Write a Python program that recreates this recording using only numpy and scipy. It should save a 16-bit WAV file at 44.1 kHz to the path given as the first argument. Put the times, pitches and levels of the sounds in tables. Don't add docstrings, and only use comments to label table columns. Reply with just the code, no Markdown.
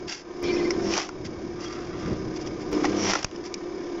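import sys
import numpy as np
from scipy import signal
from scipy.fft import rfft, irfft, next_fast_len
from scipy.io import wavfile
from scipy.ndimage import map_coordinates

SR = 44100
rng = np.random.default_rng(int(sys.argv[2]) if len(sys.argv) > 2 else 0)


def pcm_store(signal):
    levels = np.round(np.clip(np.atleast_2d(signal), -1, 1) * 32767)
    wavfile.write(sys.argv[1], SR, levels.astype(np.int16).T)


N = 176400

# t/s, firing rate/Hz
FIRING_RATE = [(0, 35.2), (.5, 35.2), (.72, 34.8), (.95, 33.1), (1.2, 33.3), (1.38, 35), (1.9, 34.9),
               (2.45, 34.6), (2.7, 33.5), (3, 33.1), (3.18, 32.5), (3.45, 35), (3.75, 35), (4, 34.3)]


def amp(db):
    return 10 ** (np.asarray(db) / 20)


def unit(x):
    return x / np.sqrt(np.mean(x ** 2) + 1e-20)


def curve(rows):
    return np.interp(np.arange(N) / SR, *np.transpose(rows))


def swells(rows):
    t = np.arange(N) / SR
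    return sum(amp(db) * np.interp(t, np.sort(times), [0, 1, 1, 0]) for *times, db in rows)


def wobble(per_s):
    return map_coordinates(rng.standard_normal(1000), [np.arange(N) * per_s / SR], mode="wrap")


def resonance(f, hz, width):
    return 1j * f * width / (hz * hz - f * f + 1j * f * width)


def filtered(x, response):
    size = 2 * next_fast_len((N + SR // 2) // 2)
    return irfft(rfft(x, size) * response(np.fft.rfftfreq(size, 1 / SR)), size)[:N]


def coloured(x, points):
    def response(hz):
        f, db = np.transpose(points)
        gain = amp(np.interp(np.log(hz + 1), np.log(f + 1), db))
        cepstrum = irfft(np.log(gain))
        half = len(cepstrum) // 2
        cepstrum[1:half] *= 2
        cepstrum[half + 1:] = 0
        return np.exp(rfft(cepstrum))
    return unit(filtered(x, response))


def grains(per_s, spread_db):
    sizes = amp(spread_db * np.minimum(rng.exponential(size=N), 4))
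    return (rng.random(N) < per_s / SR) * sizes * rng.choice([-1, 1], N)


def burst(envelope, band_hz):
    bandpass = signal.butter(2, band_hz, "band", fs=SR, output="sos")
    x = signal.sosfilt(bandpass, envelope * rng.standard_normal(len(envelope)))
    return x * np.linalg.norm(envelope) / np.linalg.norm(x)


def steel_frame(x, t60_s=0.044, wet=0.74, width_hz=10):
    # f/Hz, level/dB relative to the direct sound
    modes = [(712, 8), (1195, 0), (1335, -5), (1873, -6), (2643, 0.5), (3290, 3), (4732, -10.5),
             (5168, 2.5), (5760, -8), (5880, -4.5)]
    t = np.arange(SR // 8) / SR
    tail = rng.standard_normal(len(t)) * amp(-60 * t / t60_s)
    x = x + wet * signal.fftconvolve(x, tail / np.linalg.norm(tail))[:N]
    return unit(filtered(x, lambda f: 1 + sum(amp(db) * resonance(f, hz, width_hz) for hz, db in modes)))


def engine():
    # t/s, level/dB
    effort = [(0.0, -36.5), (0.08, -39.5), (0.17, -49.5), (0.31, -39), (0.41, -34), (0.44, -25.5),
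              (0.63, -23), (0.73, -27.5), (0.91, -26.5), (1.05, -40.5), (1.43, -36), (1.63, -37),
              (2.47, -32), (2.55, -33.5), (2.71, -32), (2.74, -22), (3.07, -25.5), (3.29, -47.5),
              (3.34, -35.5), (3.51, -36.5), (3.95, -32), (4.0, -31.5)]
    # f/Hz, level/dB
    muffler = [(30, -55), (100, -32), (190, -7), (255, -6), (305, 3), (350, 1), (390, 2), (440, -7.5),
               (530, -11), (680, -36.5), (1500, -50)]
    # f/Hz, level/dB
    clatter_colour = [(350, -9), (520, -3.5), (620, -9.5), (711, -10.5), (945, -11.5), (1170, -11.5),
                      (1270, -14.5), (1670, -11.5), (2420, -22), (3810, -28), (5180, -21.5), (6890, -27.5),
                      (7500, -50.5), (9750, -84.5), (16500, -120)]
    # t/s, then level/dB of harmonics 9, 10 and 11, relative to the effort
    harmonics = [(.3, -12, -4, -13), (.47, -14, -1.5, -16), (.68, -13, -1.5, -14), (.82, -11, -7, -6),
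                 (1.25, -6, -8, -10), (1.45, -7, -2.5, -12), (1.85, -7, -2.5, -12), (2.05, -4, -10, -8),
                 (2.42, -5, -9, -9), (2.62, -14, -6, -12), (2.76, -3, -15, -14), (3.1, -7, -12, -10),
                 (3.4, -13, -3, -11), (4, -12, -3, -9)]
    cycles, effort_db = np.cumsum(curve(FIRING_RATE)) / SR, curve(effort)
    throb = np.cos(2 * np.pi * cycles)
    gas = coloured(rng.standard_normal(N) * (1 + 0.15 * throb), muffler)
    drone = np.zeros(N)
    for column, order in enumerate((9, 10, 11), 1):
        level = amp(curve(np.array(harmonics)[:, [0, column]]))
        phase = 2 * np.pi * (order * cycles + rng.random()) + 0.26 * wobble(40)
        drone += np.sqrt(2) * level * np.sin(phase)
    clatter = steel_frame(coloured(rng.standard_normal(N) * (1 + 0.21 * throb), clatter_colour))
    clatter_db = -42.5 + 0.64 * (effort_db - np.median(effort_db))
    return amp(effort_db) * (amp(-4.2) * gas + drone) + amp(clatter_db) * clatter


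def cracks(rise_s=0.0005, snap_t60_s=0.0037):
    # t/s, level/dB of thump, body, ring and top, ring f/Hz, t60/s, snap level/dB
    breaks = [(0.439, -29, -43, -38, -36, 3300, 0.052, -37.5),
              (0.7053, -34, -28.5, -23.5, -21, 2000, 0.034, -33),
              (0.937, -56, -43, -20, -20, 2680, 0.02, -25), (0.9772, -43, -17, -19.5, -14, 870, 0.011, -18),
              (1.09, -36, -25, -25, -33.5, 1340, 0.016, -33),
              (2.7285, -27, -31.5, -39, -36, 2440, 0.04, -33),
              (2.842, -53, -20.5, -22, -41.5, 766, 0.042, -36),
              (2.851, -49, -44, -23, -28, 1980, 0.041, -31),
              (3.096, -27.5, -21.5, -42, -23.5, 2380, 0.033, -26),
              (3.134, -39, -15.5, -21.5, -20, 1863, 0.019, -27),
              (3.153, -42, -13.5, -23, -30.5, 1380, 0.024, -25),
              (3.2281, -51, -31, -37, -28.5, 3150, 0.033, -26),
              (3.245, -14.5, -16, -19, -13.5, 2370, 0.011, -15),
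              (3.3129, -60, -36, -41, -46, 3080, 0.011, -35),
              (3.36, -66, -52, -42, -35.5, 2880, 0.018, -44),
              (3.5418, -63.5, -49, -29, -22.5, 2410, 0.015, -17)]
    thump_hz, body_hz, top_hz, snap_hz = (22, 190), (470, 1540), (4930, 6020), (2660, 10800)
    out, t = np.zeros(N + SR), np.arange(SR // 10) / SR
    for start, *levels, ring_hz, t60, snap_db in breaks:
        snap = amp(snap_db) * burst(amp(-60 * t / snap_t60_s), snap_hz)
        envelope = (1 - np.exp(-t / rise_s)) * amp(-60 * t / t60)
        bands = [thump_hz, body_hz, ring_hz * np.exp([-0.079, 0.079]), top_hz]
        wood = sum(amp(db) * burst(envelope, band) for band, db in zip(bands, levels))
        out[round(start * SR):][:len(t)] += snap + wood
    return out[:N]


def tearing():
    # peak t/s, level/dB, rise/(dB/s), fall/(dB/s)
    tears = [(0.944, -31.5, 149, 283), (0.994, -26.5, 293, 275), (2.727, -42.5, 1199, 116),
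             (2.852, -30.5, 810, 896), (3.109, -25.5, 97, 151)]
    # f/Hz, level/dB
    fibre_colour = [(290, -26), (500, -5), (852, 0), (943, -6), (1170, 0), (1270, -3.5), (1700, -6),
                    (1970, -2.5), (3350, -7), (3890, -12.5), (5160, -4), (5910, -6.5), (7500, -19.5),
                    (9750, -77), (16500, -120)]
    # t/s of start, full, release and end, level/dB, centre f/Hz, width/Hz
    sizzles = [(0.774, .93, 0.96, 1.106, -38.5, 5450, 1000), (2.952, 3.032, 3.08, 3.2, -32.5, 5710, 480)]
    t = np.arange(N) / SR
    level = sum(amp(db - rise * np.maximum(peak - t, 0) - fall * np.maximum(t - peak, 0))
                for peak, db, rise, fall in tears)
    snaps = grains(per_s=2600, spread_db=2.5) * amp(1.5 * wobble(130))
    fine = grains(per_s=4000, spread_db=3.5)
    sizzle = sum(swells([swell]) * unit(filtered(fine, lambda f: resonance(f, hz, width) ** 2))
                 for *swell, hz, width in sizzles)
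    return level * coloured(snaps, fibre_colour) + sizzle


def wedge_bite():
    # t/s of start, full, release and end, level/dB
    bites = [(.42, .447, 0.54, 0.82, -37.5)]
    # f/Hz, width/Hz, level/dB
    rasp_modes = [(2090, 110, -8), (2366, 190, -7), (3190, 970, -17.5), (4200, 100, -10.5),
                  (4580, 220, -10), (5340, 630, -7.5)]
    # middle t/s, length/s, f/Hz, level/dB
    squeaks = [(0.47, 0.032, 2430, -43), (0.507, 0.03, 2360, -34), (0.53, 0.076, 2070, -41),
               (0.568, 0.0094, 2470, -34), (0.605, 0.022, 2046, -38.5), (0.659, 0.019, 2070, -35.5),
               (0.674, 0.026, 2390, -46), (1.668, 0.022, 3280, -44)]
    t, slips = np.arange(N) / SR, grains(per_s=2200, spread_db=1.5)
    rasp = sum(amp(db + 5.3 * wobble(35)) * filtered(slips, lambda f: resonance(f, hz, width) ** 2)
               for hz, width, db in rasp_modes)
    out = swells(bites) * unit(rasp)
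    for middle, length, hz, db in squeaks:
        envelope = amp(db) * np.exp(-(2 * (t - middle) / length) ** 2)
        roughness = 0.62 * wobble(300)
        out += np.sqrt(2) * envelope * np.sin(2 * np.pi * hz * t + roughness)
    return out


def pump():
    # t/s of start, full, release and end, level/dB
    pressure = [(.72, .83, 0.895, 1, -33), (2.8, 2.98, 3.1, 3.16, -31)]
    # multiple of the firing rate, relative level/dB
    ripple = [(3, -9), (6, 2), (9, -1.5), (15, -13), (16, -6.5), (20, -9.5)]
    cycles = np.cumsum(curve(FIRING_RATE)) / SR
    hum = sum(amp(db) * np.sin(2 * np.pi * (order * cycles + rng.random()) + 0.073 * wobble(42))
              for order, db in ripple)
    return swells(pressure) * unit(hum)


def scraping():
    # t/s of start, full, release and end, level/dB
    scrapes = [(.066, .105, 0.12, 0.18, -32), (.13, .15, 0.2, 0.24, -43), (1.243, 1.252, 1.262, 1.28, -38),
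               (1.59, 1.63, 1.64, 1.73, -41), (1.68, 1.72, 1.727, 1.94, -45.5), (1.93, 2, 2.08, 2.25, -50),
               (2.34, 2.36, 2.375, 2.385, -45), (2.405, 2.412, 2.425, 2.435, -45.5),
               (2.458, 2.465, 2.475, 2.485, -43), (2.605, 2.617, 2.628, 2.64, -46),
               (3.435, 3.452, 3.46, 3.49, -38)]
    # f/Hz, level/dB
    colour = [(410, -44), (700, -3), (1090, -7), (1210, 3), (1430, -3), (2620, 0), (4180, -6.5), (5090, 4),
              (6090, -0.5), (7500, -11.5), (9750, -46), (16500, -120)]
    slips = grains(per_s=1700, spread_db=1.5) * amp(2.9 * wobble(160))
    return swells(scrapes) * steel_frame(coloured(slips, colour))


def rubbing():
    # t/s of start, full, release and end, level/dB
    rubs = [(1.55, 1.64, 1.77, 1.92, -44.5), (1.88, 1.96, 2.11, 2.2, -44.5)]
    # f/Hz, level/dB
    colour = [(300, -23), (800, -4.5), (1300, 1.5), (2000, -3), (3500, -10.5), (7500, -50.5)]
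    return swells(rubs) * steel_frame(coloured(grains(per_s=1600, spread_db=5), colour))


def ticks():
    # t/s, level/dB
    impulses = [(0.4282, -27), (2.717, -32.5), (2.7307, -29.5)]
    out = np.zeros(N)
    for start, db in impulses:
        out[round(start * SR)] = amp(db)
    return out


def wind(flutter_db=2):
    # t/s, level/dB
    gusts = [(0, -51), (.07, -38.5), (.15, -61), (.33, -57), (.44, -43.5), (.9, -41.5), (1.08, -53.5),
             (1.22, -38.5), (1.6, -42.5), (2.03, -39), (2.12, -31.5), (2.18, -39.5), (2.32, -35),
             (2.4, -42.5), (3.08, -42.5), (3.3, -51.5), (4, -56.5)]
    # f/Hz, level/dB
    rumble = [(20, -17.5), (50, -9.5), (130, -6), (250, -8.5), (600, -18.5), (2000, -70.5)]
    return amp(curve(gusts) + flutter_db * wobble(11)) * coloured(rng.standard_normal(N), rumble)


def scene():
    return (engine() + pump() + tearing() + scraping() + rubbing() + wedge_bite() + cracks() + wind())[None]


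def record(dry):
    top_hz, cutoff_hz = 7450, 15700
    narrow = filtered(dry[0], lambda hz: 1 / np.sqrt(1 + (hz / top_hz) ** 120))
    return filtered(narrow + ticks(), lambda hz: hz < cutoff_hz)[None]


dry = scene()
out = record(dry)
pcm_store(out)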